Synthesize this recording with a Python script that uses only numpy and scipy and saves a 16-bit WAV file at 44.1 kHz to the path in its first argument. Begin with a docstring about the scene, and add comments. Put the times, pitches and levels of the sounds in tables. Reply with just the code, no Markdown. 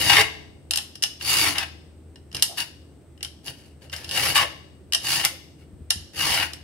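"""A hard-walled kitchen: a swivel peeler shaves a raw carrot on a plastic board.
The loose steel blade clicks and rings; long strokes crunch as random tiny breaks excite resonances.
The blade judders over the thin tip, which knocks on the board; the carrot is turned over once.
Wet rubs squeak and soft thumps land.
Below lie a low wavering hum, room rumble and a faint hiss; the kitchen reverberates."""
import sys
import numpy as np
from scipy import signal
from scipy.fft import rfft, irfft
from scipy.io import wavfile

SR = 44100
rng = np.random.default_rng(int(sys.argv[2]) if len(sys.argv) > 2 else 0)


def transcribe(signal):
    """Save signal, clipped to [-1, 1], as a 16-bit WAV file at the path in sys.argv[1]."""
    frames = np.atleast_2d(signal).T
    limited = np.clip(frames, -1, 1)
    pcm = np.round(limited * 32767).astype(np.int16)
    wavfile.write(sys.argv[1], SR, pcm)


N = 292383   # length in samples
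T = np.arange(N) / SR

# Levels in these tables are relative: the layers also have their own gains.
# room rumble spectrum: (frequency [Hz], level [dB])
RUMBLE_SPECTRUM = [(25, -24), (40, -14.5), (62, -7.5), (80, -2.5), (100, -9), (140, -9), (210, -13),
                   (310, -9.5), (500, -19.5), (700, -25), (1000, -32.5), (2500, -38), (6000, -45.5),
                   (16000, -51)]
# left-right likeness of the rumble: (frequency [Hz], likeness [0 to 1])
RUMBLE_LIKENESS = [(50, .6), (150, 0.99), (500, .7), (2000, .4), (8000, .1)]
# motor hum lines: (frequency [Hz], level [dB])
HUM_LINES = [(79, -51), (139, -61.5)]
# soft thumps as the weight of the hands shifts, and at 2.338 s as the carrot is turned over: (time [s], level
# [dB])
SOFT_THUMPS = [(2.338, -7.5), (5.73, -5.5), (5.807, -8), (5.959, -2), (6.002, -12), (6.301, -5)]
# resonances of the counter: (frequency [Hz], width [Hz], level [dB], left over right [dB])
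COUNTER_MODES = [(76.8, 26, 4, 0.5), (87, 34, -1.5, -0.5), (150.7, 62, -11.5, 1)]
# wet carrot rubbing on the board, hollow tones and squeaks: (time [s], frequency [Hz], level [dB])
WET_RUBS = [(.184, 423, -36), (.18, 2160, -22.5), (1.44, 341, -38), (1.46, 690, -48.5), (1.495, 288, -36.5),
            (2.52, 698, -47), (4.379, 1130, -28.5), (4.437, 582, -38.5), (5.32, 543, -55)]
# the blade clicking in its pivots: (time [s], level [dB], brightness [dB per octave])
PIVOT_CLICKS = [ (.7088, -3.5, 3), (.7352, -5, -1), (.7585, -7, 4.5), (.7730, -3.5, 4), (.7855, -11.5, -11),
                (.9545, -22, 1), (1.0238, -9, 2), (1.0285, -8, 5), (1.0362, 0, 0.5), (1.2103, -16.5, -9),
                (1.5826, -2.5, -0.5), (2.158, -30, -4), (2.3155, -32.5, -4), (2.3274, -28, 0),
                (2.3466, -12.5, 0), (2.3520, -16, 1.5), (2.3665, -15, 0.5), (2.3965, -23, 1),
                (2.4238, 1.5, 6.5), (2.4298, -3, 4.5), (2.5822, -15, -13), (2.603, -9, -3.5),
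                (3.177, -41, 0.5), (3.2076, -29.5, -6), (3.2287, -11, 3.5), (3.2475, -13.5, -1),
                (3.4804, -16, -7.5), (3.897, -27.5, -4), (3.928, -21, -0.5), (3.963, -18.5, 2.5),
                (4.0445, -18, -0.5), (4.092, -16.5, -0.5), (4.1108, -10.5, -0.5), (4.923, -8, 0.5),
                (4.9336, -2, 2), (4.9472, 1.5, 0.5), (5.2495, 1, 6), (5.902, -22, 4), (5.9052, 2.5, 2),
                (6.5337, -17.5, 3.5)]
# resonances of the free blade: (frequency [Hz], width [Hz], level [dB], left over right [dB])
FREE_BLADE_MODES = [(2713, 140, -3.5, -7), (2912, 270, 1.5, 5), (4200, 700, -7.5, 1.5),
                    (5120, 408, 3.5, 0.5), (5363, 920, -1.5, -0.5), (7400, 900, -13, -1),
                    (8830, 900, -11, 2), (11100, 770, -12, -0.5), (12000, 900, -17.5, -0.5),
                    (14600, 800, -25.5, -3.5)]
# the blade snags and jumps on in even steps, mostly at the thin tip:
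# (start [s], step [s], jolt [dB], crunch [dB], judder [dB])
BLADE_SNAGS = [ (0.097, .0355, 3.5, -28, -20.5), (.185, .0125, -8, -24.5, -17),
               (1.439, .018, -13.5, -29, -24), (1.554, .037, -19, -40, -28.5),
               (3.928, .004, -16, -46.5, -42.5), (4.356, .011, 0, -25.5, -23.5),
               (4.395, .015, -8, -30.5, -20.5), (5.243, 0.0045, -13.5, -29.5, -23),
               (6.322, .053, -5.5, -35.5, -25.5)]
# strokes and light grazes of the blade, and at 2.334 s the carrot turned over on the board:
# (start [s], rise [s], fall [s], crunch [dB], carrot judder [dB], board thrum [dB])
STROKES_AND_TURN = [ (-.12, 0.27, 0.061, -26, -26, -33), (1.207, 0.2, 0.13, -24, -26.5, -37.5),
                    (2.334, .018, .075, -51, -43.5, -43.5), (2.564, 0.03, 0.051, -33, -33.5, -46),
                    (3.44, 0.052, 0.023, -41, -45, -44), (3.51, .08, .15, -60.5, -61.5, -58.5),
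                    (3.805, 0.034, .05, -57, -54, -50), (3.92, 0.015, 0.2, -47.5, -44, -47),
                    (4.077, .18, .095, -27, -26.5, -36), (5.01, .12, 0.14, -27.5, -30, -41),
                    (5.578, .04, 0.027, -66.5, -61, -63), (6.14, .16, .165, -27, -26, -36.5)]
# resonances of the peeler pressed into the carrot:
# (frequency [Hz], width [Hz], level [dB], left over right [dB])
PRESSED_BLADE_MODES = [(2868, 93, 4, 7), (3680, 260, -8, 2.5), (4560, 360, -0.5, 1.5),
                       (5385, 600, -3.5, -1.5), (6160, 1300, -8, 0), (8750, 1500, -10.5, -1.5),
                       (9750, 1200, -6, 3), (11100, 1700, -11, -9), (14400, 530, -16.5, -2),
                       (15660, 900, -19, 6)]
# resonances of the carrot on the board: (frequency [Hz], width [Hz], level [dB], left over right [dB])
CARROT_MODES = [(558.6, 16, -5.5, -3), (660, 41, -2, 0.5), (790, 110, -2.5, 1), (1016, 240, -4.5, 6),
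                (1327, 180, -0.5, 3.5), (1580, 350, 1.5, 3.5), (1856, 360, 2.5, 4), (2220, 140, 3, 6),
                (2690, 350, 1, 3.5), (3770, 900, -8.5, 9.5)]
# low resonances of the board: (frequency [Hz], width [Hz], level [dB], left over right [dB])
BOARD_MODES = [(83, 120, -2.5, 4), (135, 54, 2.5, 3), (184, 50, -10.5, 1), (285, 19, -2, 2),
               (329.6, 14, 1, -0.5), (410, 37, -4, -0.5), (506.6, 88, -6.5, 4.5)]
# reverberation time: (frequency [Hz], 60 dB decay [s])
KITCHEN_DECAY = [(200, 2), (800, 0.48), (2500, 0.577), (5000, 0.6642), (10000, 0.3154), (16000, 0.6)]
# reverberation strength: (frequency [Hz], level [dB])
KITCHEN_LEVEL = [(200, -5.5), (800, -3.5), (2500, -5), (5000, -6.5), (10000, -5), (16000, -11.5)]

# every stroke, and the turn, is one arch: it climbs by BITE_DB, fast at first, and eases off by EASE_DB
BITE_DB, BITE_CURVE, EASE_DB, EASE_CURVE = 22, 3.3, 17.5, 2.2
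TAPER_DB = 4   # the judder gains this much along an arch, as the carrot gets thinner in a stroke
THRUM_FOLLOWS = 0.55   # share of the arch in dB that the board follows
TOUCH_FADE_S = 0.008   # Gaussian fade time on either side of a touch
KNOCK_FOLLOWS = 0.85   # share of a click's level in dB that the knock on the carrot follows
DULL_KNOCK_OCTAVES = 0.5   # extra knock dB for each dB per octave of dullness
RUB_S, RUB_Q = 0.03, 17.0   # Gaussian half length of a rub; its pitch over its bandwidth
JUMPS = 3   # jolts in each snag
SNAG_HOLD_S = 0.0048   # the carrot judders on after the last jump
SNAG_THRUM_DB = -18.5   # thrum setting relative to the judder setting of a snag


def from_db(db):
    """Decibels to gain."""
    return 10 ** (np.asarray(db) / 20)


def rms_one(x):
    """Scale to rms 1, all channels together."""
    return x / np.sqrt(np.mean(x ** 2) + 1e-20)


def at_hz(points, hz):
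    """Read a table on a log-frequency axis."""
    f, value = np.transpose(points)
    return np.interp(np.log(np.maximum(hz, 1)), np.log(f), value)


def drift(rate):
    """Random wander: straight lines between unit-spread random points, `rate` points a second."""
    knots = rng.standard_normal(8192)
    return np.interp(T * rate, np.arange(len(knots)), knots)


def both_sides(count, alike):
    """Random strengths for left and right: each small event radiates in its own way."""
    mid, side = rng.standard_normal((2, count))
    alike = np.clip(alike, 0, 1)
    return np.sqrt((1 + alike) / 2) * mid + np.sqrt((1 - alike) / 2) * side * [[1], [-1]]


def body(force, modes, wander_db, tilt_db=0):
    """Parallel resonances; the shifting grip changes how each one radiates to either side."""
    out, power = 0, 0
    for k, (hz, width, db, pan_db) in enumerate(modes):
        r = np.exp(-np.pi * width / SR)   # pole radius: wider modes die sooner
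        drive = force * from_db(tilt_db * np.log2(hz / 4000)) + 1e-18
        resonator = [1, -2 * r * np.cos(2 * np.pi * hz / SR), r * r]
        ring = signal.lfilter([1, 0, -1], resonator, drive)
        left_db = pan_db / 2 + wander_db * drift(11)
        right_db = -pan_db / 2 + wander_db * drift(12)
        sides = np.array([left_db, right_db])
        # neighbouring modes alternate in sign
        out = out + (-1) ** k * (1 - r * r) / 2 * ring * from_db(db + sides)
        power += from_db(db) ** 2 * (1 - r * r) / 2
    return out / np.sqrt(power)


def fractures(per_s, spread_db, alike):
    """Random tiny breaks of unequal size; rms 1."""
    born = rng.random(N) < per_s / SR
    sizes = from_db(spread_db * np.minimum(rng.exponential(1, N), 3))
    return rms_one(born * sizes * np.tanh(both_sides(N, alike)))


def contacts(times, levels_db, buzz_s, buzz, alike):
    """Each contact is one sharp impact and a short buzz of rebounds."""
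    age = np.arange(2048) / SR
    force = np.zeros((2, N + len(age)))
    for s, db in zip(times, levels_db):
        rebounds = both_sides(len(age), alike) * np.exp(-age / buzz_s)
        hit = buzz * rebounds / np.linalg.norm(rebounds, axis=1, keepdims=True)
        hit[:, 0] = 1   # the impact itself
        start = int(s * SR)
        force[:, start:start + len(age)] += from_db(db) * hit / np.sqrt(1 + buzz ** 2)
    return force[:, :N]


def background(air_db, hiss_db, hiss_hz, hiss_width_hz, left_db):
    """Noise shaped into room rumble, a motor hum wavering in phase and level, a thin band of hiss."""
    hz = np.arange(N // 2 + 1) * SR / N
    mid, side, hiss = rfft(rng.standard_normal((3, N)))
    alike = np.clip(at_hz(RUMBLE_LIKENESS, hz), 0, 1)
    pair = np.sqrt(1 + alike) * mid + np.sqrt(1 - alike) * side * [[1], [-1]]
    air = from_db(air_db) * rms_one(irfft(pair * from_db(at_hz(RUMBLE_SPECTRUM, hz)), N))
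    hiss_band = np.exp(-((hz - hiss_hz) / hiss_width_hz) ** 2)
    thin = rms_one(irfft(np.array([hiss, side]) * hiss_band, N))
    hum = 0
    for f, db in HUM_LINES:
        tone = np.sin(2 * np.pi * f * T + 0.62 * drift(9))
        hum = hum + from_db(db) * rms_one(tone * from_db(2.5 * drift(5.4)))
    return (air + hum + from_db(hiss_db) * thin) * from_db([[left_db / 2], [-left_db / 2]])


def bumps(bump_db, soft_hz):
    """Soft thumps are impacts softened by a low-pass that thump through the counter."""
    s, level_db = np.transpose(SOFT_THUMPS)
    force = contacts(s, level_db + bump_db, buzz_s=0.01, buzz=0.26, alike=0.9)
    soft = signal.sosfilt(signal.butter(2, soft_hz, fs=SR, output="sos"), force)
    return body(soft, COUNTER_MODES, wander_db=0.5)


def rubs(rub_db):
    """Each rub is friction noise that swells and fades in one narrow resonance."""
    out = 0
    for s, hz, db in WET_RUBS:
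        friction = both_sides(N, alike=0.85) * np.exp(-((T - s) / RUB_S) ** 2)
        out = out + from_db(db + rub_db) * body(friction, [(hz, hz / RUB_Q, 0, 2)], wander_db=-1)
    return out


def rattle(click_db, knock_db):
    """The steel blade rings against its stops and nudges the carrot, more so in dull contacts."""
    s, level_db, brightness = np.transpose(sorted(PIVOT_CLICKS))
    nudge_db = KNOCK_FOLLOWS * level_db - DULL_KNOCK_OCTAVES * brightness
    # the latest click sets the brightness of the drive
    latest = np.maximum(np.searchsorted(s, T + 1 / SR, "right") - 1, 0)
    clicks = contacts(s, level_db + click_db, buzz_s=0.0036, buzz=2.3, alike=0.1)
    steel = body(clicks, FREE_BLADE_MODES, wander_db=1.0, tilt_db=brightness[latest])
    nudges = contacts(s, nudge_db + knock_db, buzz_s=0.0069, buzz=2.5, alike=0.21)
    return steel + body(nudges, CARROT_MODES[:7], wander_db=1.5)   # lower carrot modes only


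def snags(knock_db, snap_db):
    """At each step of a snag the edge catches, the tip slaps the board and the strip snaps."""
    jolts = [(start + k * step, db) for start, step, db, _, _ in BLADE_SNAGS for k in range(JUMPS)]
    s, level_db = np.transpose(jolts)
    force = contacts(s, level_db, buzz_s=0.01, buzz=2.0, alike=0.86)
    knock = from_db(knock_db) * body(force, CARROT_MODES, wander_db=5.5)
    snap = from_db(snap_db) * body(force, PRESSED_BLADE_MODES, wander_db=4.5)
    return knock + snap


def held(t, start, length):
    """1 during a touch, fading quickly on either side."""
    outside = np.maximum(np.maximum(start - t, t - start - length), 0)
    return np.exp(-np.minimum(outside / TOUCH_FADE_S, 10) ** 2)


def contact_forces():
    """Gains of crunch, judder and thrum: an arch for each stroke and the turn, a plateau for each snag."""
    t = T[::32]   # a coarse clock is enough for these slow gains
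    gains = np.zeros((3, len(t)))
    for start, rise, fall, crunch_db, judder_db, thrum_db in STROKES_AND_TURN:
        biting = np.clip((start + rise - t) / rise, 0, 1)
        easing = np.clip((t - start - rise) / fall, 0, 1)
        arch_db = -BITE_DB * biting ** BITE_CURVE - EASE_DB * easing ** EASE_CURVE
        taper_db = TAPER_DB * (np.clip((t - start) / (rise + fall), 0, 1) - 0.5)
        levels = [crunch_db + arch_db, judder_db + arch_db + taper_db, thrum_db + THRUM_FOLLOWS * arch_db]
        gains = np.maximum(gains, from_db(levels) * held(t, start, rise + fall))
    for start, step, _, crunch_db, judder_db in BLADE_SNAGS:
        levels = [[crunch_db], [judder_db], [judder_db + SNAG_THRUM_DB]]
        length = (JUMPS - 1) * step + SNAG_HOLD_S
        gains = np.maximum(gains, from_db(levels) * held(t, start, length))
    return [np.interp(T, t, gain) for gain in gains]


def peeling_and_turning(crunch_db, judder_db, thrum_db):
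    """Cells burst faster as the edge bites; the carrot, peeled or turned, sticks, slips, shakes the board."""
    bite, drag, push = contact_forces()
    per_s = 800 + 4500 * np.sqrt(bite / bite.max())
    # denser bursts are scaled down to keep their power even
    cells = fractures(per_s, spread_db=1.2, alike=0.4) / np.sqrt(per_s / per_s.mean())
    grab = rms_one(from_db(2.2 * drift(220)))   # rapid uneven grip
    slips = fractures(1800, spread_db=0.5, alike=0.85)
    shakes = fractures(1500, spread_db=-2.5, alike=1.0)
    crunch = body(bite * grab * cells, PRESSED_BLADE_MODES, wander_db=1.14)
    judder = body(drag * grab * slips, CARROT_MODES, wander_db=0.94)
    thrum = body(push * shakes, BOARD_MODES, wander_db=0.0)
    return from_db(crunch_db) * crunch + from_db(judder_db) * judder + from_db(thrum_db) * thrum


def board_echo(x, strength, delay_s, travel):
    """The board mirrors the sound; as the hand moves the delay changes and bright bands sweep."""
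    echo = [np.interp(T - delay_s * np.exp(travel * drift(8)), T, side) for side in x]
    return (x + strength * np.array(echo)) / np.sqrt(1 + strength ** 2)


def kitchen(dry, build_s, early_db, early_s):
    """Counter and cupboards answer first; then the walls ring on, each band at its own decay rate."""
    age = T[:int(0.8 * SR)]
    edges = np.geomspace(70, 18000, 13)   # band edges in Hz
    white = rng.standard_normal((2, 2, len(age)))
    onset = (1 - np.exp(-age / build_s)) * (1 + from_db(early_db) * np.exp(-age / early_s))
    response = 0
    for k, (low, high) in enumerate(zip(edges, edges[1:])):
        hz = np.sqrt(low * high)
        decay = from_db(-60 * age / at_hz(KITCHEN_DECAY, hz)) * onset
        band_pass = signal.butter(2, [low, high], "band", fs=SR, output="sos")
        band = signal.sosfilt(band_pass, white[k % 2])
        response = response + from_db(at_hz(KITCHEN_LEVEL, hz)) * band * decay / np.linalg.norm(decay)
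    return dry + signal.fftconvolve(dry, response, axes=1)[:, :N]


def scene():
    """The board lies a little to the left, so the right side hears it slightly late."""
    work = peeling_and_turning(crunch_db=5.5, judder_db=2.5, thrum_db=4.0) + snags(knock_db=6.5, snap_db=2.5)
    work = board_echo(work, strength=0.51, delay_s=0.0011, travel=0.25)
    handling = rattle(click_db=13.5, knock_db=-2.5) + bumps(bump_db=6.0, soft_hz=160) + rubs(rub_db=2.5)
    left, right = work + handling
    near = np.array([left, np.r_[0, 0, right[:-2]]])   # right is two samples late
    room = kitchen(near, build_s=0.0019, early_db=9.0, early_s=0.03)
    return room + background(air_db=-50.5, hiss_db=-70, hiss_hz=8280, hiss_width_hz=800, left_db=1.0)


def record(dry):
    """The small microphones lose the deepest bass; peaks are clipped at full scale, then the top is cut."""
    thin = signal.sosfilt(signal.butter(2, 45, "high", fs=SR, output="sos"), dry)
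    top_cut = signal.ellip(12, 0.1, 80, 15750, fs=SR, output="sos")   # steep low-pass, edge in Hz
    return signal.sosfilt(top_cut, np.clip(thin, -1, 1))


dry = scene()
out = record(dry)
transcribe(out)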